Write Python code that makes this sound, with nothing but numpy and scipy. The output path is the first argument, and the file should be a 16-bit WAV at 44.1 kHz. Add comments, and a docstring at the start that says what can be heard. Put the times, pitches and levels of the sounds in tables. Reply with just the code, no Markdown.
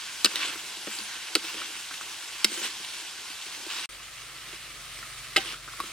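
"""Meat and herbs sizzle in a steel wok close to a stereo camera; at once a steel spatula scrapes and strikes.
The sizzle is crackling noise; scrapes are grains and noise through steel modes; blows are short decaying modes
with a broad crack and a little room. Food damps every ring. After a near-silent cut the camera is lower and
further back: the sizzle is duller and a far engine idles, three wavering tones over a low rumble."""
import sys
import numpy as np
from scipy import signal
from scipy.fft import rfft, irfft, next_fast_len
from scipy.io import wavfile
from scipy.ndimage import uniform_filter1d, map_coordinates

SR = 44100
rng = np.random.default_rng(int(sys.argv[2]) if len(sys.argv) > 2 else 0)


def wav_record(signal):
    """Record a signal, one row per channel, as 16-bit PCM in the file named by sys.argv[1]."""
    frames = np.transpose(np.atleast_2d(signal))
    bounded = np.clip(frames, -1, 1)
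    # unit amplitude maps onto the largest positive 16-bit level
    quanta = np.round(bounded * 32767).astype(np.int16)
    wavfile.write(sys.argv[1], SR, quanta)


N = 261072


def amp(db):
    """Gain of a level in dB."""
    return 10 ** (np.asarray(db) / 20)


def unit(x):
    """x at rms 1."""
    return x / np.sqrt(np.mean(x ** 2) + 1e-20)


def along(points, hz):
    """Interpolate (f/Hz, value) points on a log frequency axis."""
    f, v = np.transpose(points)
    return np.interp(np.log(hz + 1), np.log(f + 1), v)


def curves(rows):
    """One value per sample for each column after t/s."""
    s, *cols = np.transpose(rows)
    return [np.interp(np.arange(N) / SR, s, c) for c in cols]


def wobble(rate):
    """A smooth random curve, rate knots a second."""
    knots = rng.standard_normal(int(N * rate / SR) + 4)
    return map_coordinates(knots, [np.arange(N) * rate / SR])


def filtered(x, response):
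    """x times a complex response of frequency."""
    m = next_fast_len(N + SR // 2)
    return irfft(rfft(x, m) * response(np.fft.rfftfreq(m, 1 / SR)), m)[..., :N]


def crackle(per_s, spread_db, share):
    """Two unrelated streams of one-sample bursts of uneven size; share is their part of the power, the rest noise."""
    fires = rng.random((2, N)) < per_s / SR
    sign = rng.choice([-1, 1], (2, N))
    size = sign * amp(spread_db * np.clip(rng.standard_normal((2, N)), -2, 2))
    share = np.clip(share, 0, 1)
    bursts = np.sqrt(share) * unit(fires * size)
    return bursts + np.sqrt(1 - share) * rng.standard_normal((2, N))


def spread(pair, colour, alike, lead_s, patchy_db):
    """Stereo sound of rms 1 from two streams: patches of random gain, a colour, a likeness, left leading."""
    z = signal.stft(pair, nperseg=512)[2]
    field = rng.standard_normal(z.shape[1:])
    field = uniform_filter1d(uniform_filter1d(field, 8, 0), 8, 1)
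    pair = signal.istft(z * amp(patchy_db * unit(field)), nperseg=512)[1][:, :N]

    def turn(hz):  # more turn puts more power in the side signal, so left and right differ more
        return np.arccos(np.clip(along(alike, hz), -1, 1)) / 2

    def ramp(hz):  # half the lead on each side
        return np.exp(1j * np.pi * hz * lead_s * np.array([[1], [-1]]))

    mid, side = filtered(pair, lambda hz: colour(hz) * [np.cos(turn(hz)), np.sin(turn(hz))])
    return unit(filtered(np.array([mid + side, mid - side]), ramp))


# near-silent gap between the close and the further position: (start t/s, end t/s)
CUT = (3.8585, 3.8905)
# the far engine, wavered below: (t/s, lowest tone f/Hz, its level/dB)
ENGINE = [(3.895, 46.4, -64), (4.3, 46.4, -65), (4.55, 46.4, -63.5), (4.7, 46.5, -61), (5.25, 46.54, -58.5),
          (5.7, 47.2, -58), (5.92, 47.3, -66)]
# its related tones: (multiple of the lowest tone, level/dB against it)
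ORDERS_DB = [(1, 0), (2.5, -5), (3, -4)]
# colour of its rumble: (f/Hz, relative level/dB)
RUMBLE = [(18, -30), (35, -6), (70, -3), (130, -7), (200, -30)]


def engine():
    """A far engine idles after the cut: three related tones waver over a low rumble."""
    hz, db = curves(ENGINE)
    phase = 2 * np.pi * np.cumsum(hz) / SR
    hum = 0
    for multiple, order_db in ORDERS_DB:
        gain = amp(order_db + 1.6 * wobble(5))
        hum = hum + np.sqrt(2) * gain * np.sin(multiple * phase + .25 * wobble(8))
    noise = rng.standard_normal((2, N))
    rumble = spread(noise, lambda f: amp(along(RUMBLE, f)), [(60, .85)], 0, patchy_db=-1.0)
    return (amp(db) * hum + amp(-62.5) * rumble) * (np.arange(N) > CUT[1] * SR)


# how fast the kitchen's answer dies: (f/Hz, t60/s)
KITCHEN = [(200, 0.066), (2000, 0.37), (10000, 0.1)]


def kitchen(x):
    """The room answers 300 samples late with noise; each frequency dies at its own speed."""
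    hz, t, z = signal.stft(rng.standard_normal((2, SR // 2)), SR, nperseg=256)
    fade_db = -60 * t / along(KITCHEN, hz)[:, None]
    tail = signal.istft(z * amp(fade_db), SR, nperseg=256)[1]
    late = np.pad(x, ((0, 0), (300, 0)))
    return signal.fftconvolve(late, tail / np.linalg.norm(tail[0]), axes=1)[:, :N]


# sizzle at the microphone, one list per position, before a small wobble: (t/s, level/dB)
SIZZLE = [
    [(0, -40.5), (.6, -39.5), (1.3, -40), (2, -41), (2.4, -40), (2.8, -40.5), (3.4, -41.5), (3.855, -40)],
    [(3.895, -46), (4.6, -44), (5.3, -42.5), (5.55, -44.5), (5.62, -47.5), (5.72, -43.5), (5.92, -42.5)],
]
# colour of the sizzle, close and then further back: (f/Hz, relative level/dB per Hz)
FIZZ_NEAR = [(24, -54), (40, -14), (211, -16.5), (251, -16.5), (331, -15), (508, -17.5), (929, -6.5),
             (1290, -10.5), (1500, -3.5), (1740, -8), (1980, -5.5), (3350, -3), (8720, -9), (15200, -25),
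             (16400, -49)]
FIZZ_FAR = [(100, -34), (170, -16.5), (400, -21.5), (660, -15), (900, -22), (1100, -12), (1300, -6.5),
            (1500, -14), (2040, -7.5), (2800, -11.5), (4060, -11), (6500, -16), (9000, -14.5),
            (12000, -23.5), (15200, -27.5), (16400, -42)]
# likeness of left and right, close and then further back: (f/Hz, correlation)
ALIKE_NEAR = [(60, 0.91), (180, 0.67), (550, 0.9), (1650, 0.94), (4970, 0.65), (15000, 0.77)]
ALIKE_FAR = [(60, 0.89), (180, 0.83), (550, 0.74), (1650, 0.92), (4970, 0.37), (15000, 0.2)]


def sizzle():
    """Steam bubbles burst in the oil by the thousand; near colour gives way to far colour in the cut."""
    near = spread(crackle(2500, spread_db=2.5, share=0.28), lambda hz: amp(along(FIZZ_NEAR, hz)),
                  ALIKE_NEAR, 1.8e-5, patchy_db=1.0)
    far = spread(crackle(3500, spread_db=2.5, share=0.36), lambda hz: amp(along(FIZZ_FAR, hz)),
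                 ALIKE_FAR, 1.6e-5, patchy_db=0.7)
    level_db, = curves(np.vstack(SIZZLE))
    close_up = np.arange(N) < np.mean(CUT) * SR
    return amp(level_db + 0.4 * wobble(6.6)) * np.where(close_up, near, far)


# spatula strokes along the steel: (hold start t/s, hold/s, rasp level/dB at the start,
# hiss level/dB and bowl rumble level/dB against the rasp)
STROKES = [(0.0, .22, -40, -17, -25), (.3, 0.046, -38.5, -4, -12.5), (.375, 0.14, -32.5, -10, -17),
           (.92, 0.11, -40.5, -1.5, -19.5), (1.11, .18, -39.5, -12, -25), (1.45, 0.091, -38.5, -4.5, -15.5),
           (1.55, 0.11, -37.5, -12, -12.5), (1.68, .04, -44, -8, -10.5), (1.75, 0.022, -39, -6.5, -16.5),
           (2.53, 0.054, -37.5, -1.5, -9), (2.635, 0.022, -32.5, -5, -19), (3.71, .12, -34.5, -9, -20.5),
           (4.49, 0.073, -45, -7, -16), (5.41, 0.12, -36.5, -8.5, -15), (5.8, .12, -45, -5, -14)]
# light rubbing between strokes, close and then further back: (rasp, hiss, bowl) mean level/dB
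STIR_NEAR = (-45, -50, -64)
STIR_FAR = (-49, -56, -67.5)
PRESS_DB_PER_S, LIFT_DB_PER_S = 247, 200  # a stroke swells before its hold and fades after it
SAG_DB_PER_S = 16.5  # a stroke slows down while it holds: its level sags


def strokes():
    """Rasp, hiss and bowl level in dB: the loudest of light rubbing and each swelling, holding, fading stroke."""
    t = np.arange(N) / SR
    level_db = np.where(t < np.mean(CUT), np.array(STIR_NEAR)[:, None], np.array(STIR_FAR)[:, None])
    level_db = level_db + np.array([0.91 * wobble(6.03), 2.3 * wobble(6), 3 * wobble(8)])
    for s, hold, db, hiss_db, bowl_db in STROKES:
        shape_db = db - SAG_DB_PER_S * np.clip(t - s, 0, hold)
        shape_db -= PRESS_DB_PER_S * np.maximum(s - t, 0)
        shape_db -= LIFT_DB_PER_S * np.maximum(t - s - hold, 0)
        level_db = np.maximum(level_db, shape_db + np.array([[0], [hiss_db], [bowl_db]]))
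    return level_db


def resonances(modes, widen):
    """Response of a set of modes under steady rubbing: powers add, each bandwidth set by its t60."""
    def response(f):
        power = 0
        for centre, db, t60 in modes:
            width = widen * np.log(1000) / (np.pi * t60)
            power = power + abs(amp(db) * f * width / (centre ** 2 - f ** 2 + 1j * f * width)) ** 2
        return np.sqrt(power)
    return response


# colour the rasp and the hiss of the edge: (f/Hz, relative level/dB per Hz)
RASP = [(410, -45), (700, 1), (1010, 1), (1280, -8), (1490, -1), (1960, -5.5), (2550, 2.5), (4900, -5.5),
        (5710, -7), (8000, -14.5), (10400, -56), (17600, -120)]
HISS = [(3500, -60), (5000, -9.5), (8500, -2), (11000, -11), (16400, -18)]
# modes of the wok's bowl, then of spatula and wok wall, before damping or widening; scrape() leaves out
# the STEEL levels, contacts() plays both tables too: (f/Hz, level/dB, t60/s)
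BOWL = [(215.4, -2.5, 0.19), (291, -5, 0.077), (336.4, 1.5, 0.048), (422, -2.5, 0.043), (513, -1.5, 0.042),
        (614, -3, 0.047), (771, -11.5, 0.097)]
STEEL = [(1130, -4.5, 0.048), (1297, -2.5, 0.058), (1410, -4, 0.045), (1564, -12.5, 0.092),
         (1780, -8, 0.054), (1930, -5, 0.051), (2114, -6, 0.056), (2317, -6.5, 0.07), (2625, -5.5, 0.068),
         (2874, -1, 0.034), (3116, -0.5, 0.024), (3410, -6.5, 0.026), (3806, -1, 0.036), (4080, 0.5, 0.029),
         (4360, -4, 0.039), (4595, -3.5, 0.046), (4935, -2.5, 0.063), (5306, -2.5, 0.046),
         (5890, -6.5, 0.019), (7430, -15.5, 0.04), (8510, 4, 0.023), (9900, -8, .018), (11350, 6.5, 0.025)]


def scrape():
    """The edge stutters over the steel: grains excite the wall modes, a hiss and the bowl."""
    rasp_db, hiss_db, bowl_db = strokes()
    stutter = wobble(45)
    wall = resonances([(hz, 0, t60) for hz, db, t60 in STEEL], widen=3.15)
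    bowl_modes = resonances(BOWL, widen=.55)

    def bowl_colour(hz):  # strongest around 330 Hz
        return bowl_modes(hz) * amp(-8 * np.log2((hz + 1) / 330) ** 2)

    grains = crackle(1100, spread_db=4.5, share=0.45)  # one set of slips for rasp and hiss
    rasp = spread(grains, lambda hz: amp(along(RASP, hz)) * wall(hz), ALIKE_NEAR, 3e-5, patchy_db=1.5)
    hiss = spread(grains, lambda hz: amp(along(HISS, hz)), [(5000, 0.15), (15000, 0.12)], 4.5e-5, patchy_db=5.0)
    bowl = spread(crackle(120, spread_db=6, share=0.5), bowl_colour, [(300, 0.99)], 0, patchy_db=1.5)
    rubbing = amp(rasp_db + 1.66 * stutter) * rasp + amp(hiss_db + stutter) * hiss
    return rubbing + amp(bowl_db) * bowl


def ring(modes, peak_db, region_db, damping, attack_s, draw):
    """One blow: each mode at a new strength, a little different at the two microphone ports, left leading."""
    hz, db, t60 = np.transpose(modes)[:, :, None]
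    delay = np.array([0, 4e-5])[:, None, None]  # s, left and right
    t = np.maximum(np.arange(SR // 4) / SR - delay, 0)
    sides_db = 1.15 * draw[1, :, None] * np.array([1, -1])[:, None, None] * np.clip(hz / 3000, 0, 1)
    level = db + region_db + 3.4 * draw[0, :, None] + sides_db
    detuned = hz * (1 + 0.0063 * draw[2, :, None])
    tone = np.sin(2 * np.pi * detuned * t + 1.69 * draw[3, :, None])
    envelope = amp(level - 60 * damping * t / t60) * (1 - np.exp(-t / attack_s))
    blow = np.sum(envelope * tone, axis=1)
    return amp(peak_db) * blow / np.abs(blow.mean(axis=0)).max()


def region_db(modes, hz, octaves):
    """Fall of each mode's level in dB away from the loudest region, 6 dB at the given width."""
    distance = np.log2(np.transpose(modes)[0][:, None] / hz)
    return -6 * (distance / max(octaves, .1)) ** 2


# contacts of spatula and wok; ring levels get a fixed offset below: (t/s, level/dB, bowl level/dB against it,
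# loudest wall region f/Hz, its width/octaves, loudest bowl region f/Hz)
CONTACTS = [(.2456, -2.5, -23.5, 4100, 0.62, 270), (0.2463, -4, -32, 4020, 0.22, 500),
            (0.249, -6, -24, 4030, .3, 260), (0.2565, -7, -27, 3900, 0.43, 288),
            (.2605, -13, -27, 3020, 0.3, 624), (.265, -23, -21, 1570, 0.46, 320),
            (0.274, -29, -18, 1570, .27, 215), (0.3574, -12, -34, 3520, 0.27, 490),
            (.365, -19, -34, 2600, .5, 336), (0.4079, -21, -26, 2200, 0.58, 611),
            (0.427, -25, -35, 2120, .59, 310), (0.43, -19, -32, 2180, .6, 312),
            (0.4926, -29, -16, 1430, .55, 331), (.556, -31.5, -12, 1430, .5, 353),
            (0.5918, -28, -38, 3000, .33, 336), (.769, -28.5, -17, 3300, .5, 286),
            (0.8726, -23, -7.5, 1820, .66, 394), (.912, -28, -26, 1700, 0.45, 331),
            (0.9871, -23, -23, 3640, .48, 315), (1.007, -34, -13, 2630, .5, 217),
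            (1.3523, -3.5, -18.5, 3900, 1.24, 302), (1.3566, -8.5, -19.5, 3300, 1.3, 270),
            (1.3642, -21.5, -7.5, 2700, 0.92, 398), (1.4427, -34, -11, 3340, .44, 323),
            (1.5428, -26, -15, 3180, .49, 318), (1.617, -23.5, -28, 1600, 0.38, 417),
            (1.9109, -25, -23, 1510, .4, 334), (1.94, -24, -35, 2170, 1, 369),
            (2.011, -27, -21, 1240, 0.59, 374), (2.445, -1.5, -25, 4270, 0.94, 293),
            (2.449, -7.5, -25, 4720, 0.85, 215), (2.517, -31, -6.5, 1560, 0.38, 330),
            (2.54, -25, -29, 3140, .6, 342), (2.576, -25, -16, 2240, 1, 350),
            (2.6164, -24.5, -15, 2800, 1, 315), (2.8008, -34, -10.5, 3000, .5, 350),
            (2.8468, -27, -37, 3300, 0.69, 760), (3.301, -26, -25, 3100, .3, 336),
            (3.464, -29.5, -21, 2980, .45, 334), (3.6653, -28, -12.5, 3870, .5, 333),
            (4.529, -31, -12.5, 2100, 0.79, 393), (5.028, -27.5, -34.5, 1640, 0.56, 347),
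            (5.362, -6, -20, 2170, 0.51, 370), (5.366, -5.5, -34, 2750, 1, 500),
            (5.3727, -9, -18, 2880, 0.5, 770), (5.379, -12.5, -20.5, 2850, .36, 330),
            (5.385, -17, -21, 2850, .28, 320), (5.5396, -30, -32, 1450, .23, 630),
            (5.678, -28.5, -17, 1400, 0.12, 400), (5.686, -28, -39, 1420, 0.17, 400),
            (5.735, -33.5, -38, 1130, .2, 662), (5.7938, -29, -16, 1200, 0.24, 390),
            (5.802, -15, -22, 1137, 0.1, 362), (5.8364, -33.5, -10, 1200, .3, 362)]
# colour of the first instant of a blow: (f/Hz, level/dB per Hz)
CRACK = [(500, -43), (1200, -23), (4000, 1), (6500, 4), (8400, 6.5), (10000, 0.5), (12000, -5),
         (16400, -14)]
CRACK_DB, CRACK_DB_PER_OCTAVE = -13, 9  # for a contact ringing at 4 kHz; brighter contacts crack harder
DAMPING, DAMPING_PER_OCTAVE = 1.76, .4  # food shortens a 4 kHz contact's ring by this factor, brighter more
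BOWL_DAMPING = 1.05  # the same factor for the bowl


def contacts():
    """Where the edge lands decides which modes ring loudest; each blow adds a broad crack and a short bowl thud."""
    rings, cracks = np.zeros((2, N + SR)), np.zeros((2, N + SR))
    draws = rng.standard_normal((len(CONTACTS), 4, len(STEEL)))
    t = np.arange(2000) / SR
    noise = rng.standard_normal((len(CONTACTS), 2, len(t) + 2))
    for (s, db, bowl_db, wall_hz, octaves, bowl_hz), draw, (a, b) in zip(CONTACTS, draws, noise):
        start = round(s * SR)
        bright = np.log2(wall_hz / 4000)
        crack_db = CRACK_DB + CRACK_DB_PER_OCTAVE * bright
        damping = max(DAMPING + DAMPING_PER_OCTAVE * bright, .3)
        # a brighter blow wakes more of the modes outside the loudest region
        wall_db = np.maximum(region_db(STEEL, wall_hz, octaves), crack_db - 1)
        bowl_region_db = np.maximum(region_db(BOWL, bowl_hz, 0.36), -13)
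        blow = ring(STEEL, db - 3.0, wall_db, damping, 0.0001, draw)
        blow += ring(BOWL, db + bowl_db + 4.5, bowl_region_db, BOWL_DAMPING, 0.00094, draw[:, :len(BOWL)])
        rings[:, start:][:, :blow.shape[1]] += blow
        burst = np.array([a[2:] + 0.86 * b[2:], a[:-2] - 0.61 * b[:-2]])  # left two samples early
        cracks[:, start:][:, :len(t)] += amp(db + crack_db - 60 * damping * t / 0.03) * burst

    def small_source(hz):  # the wok radiates no deep bass
        return (1j * hz / 150) ** 3 / (1 + 1j * hz / 150) ** 3

    return filtered(rings[:, :N], small_source) + filtered(cracks[:, :N], lambda hz: amp(along(CRACK, hz)))


def scene():
    """Sizzle, strokes, blows with their room, engine."""
    blows = contacts()
    return sizzle() + scrape() + blows + amp(-21) * kitchen(blows) + engine()


# shading of the two microphone ports by the camera body: (f/Hz, left minus right level/dB)
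PORTS = [(60, 0.0), (110, 0), (200, 1), (380, 0), (700, 1.0), (1290, 0.5), (2380, -3), (4400, 1),
         (8120, 0.5), (15000, 3)]
TOP_HZ = 16200  # band limit


def record(dry):
    """The camera body shades the ports; the cut mutes; the loudest peaks clip; nothing stays above the band limit."""
    shaded = filtered(dry, lambda hz: amp(along(PORTS, hz) * np.array([[.5], [-.5]])))
    t = np.arange(N) / SR
    fading = amp(-21 - 1800 * np.maximum(t - CUT[0], 0))  # a faint remnant dies within the cut
    cut = np.where((t > CUT[0]) & (t < CUT[1]), fading, 1)
    return filtered(np.clip(shaded * cut, -1, 1), lambda hz: hz < TOP_HZ)


dry = scene()
out = record(dry)
wav_record(out)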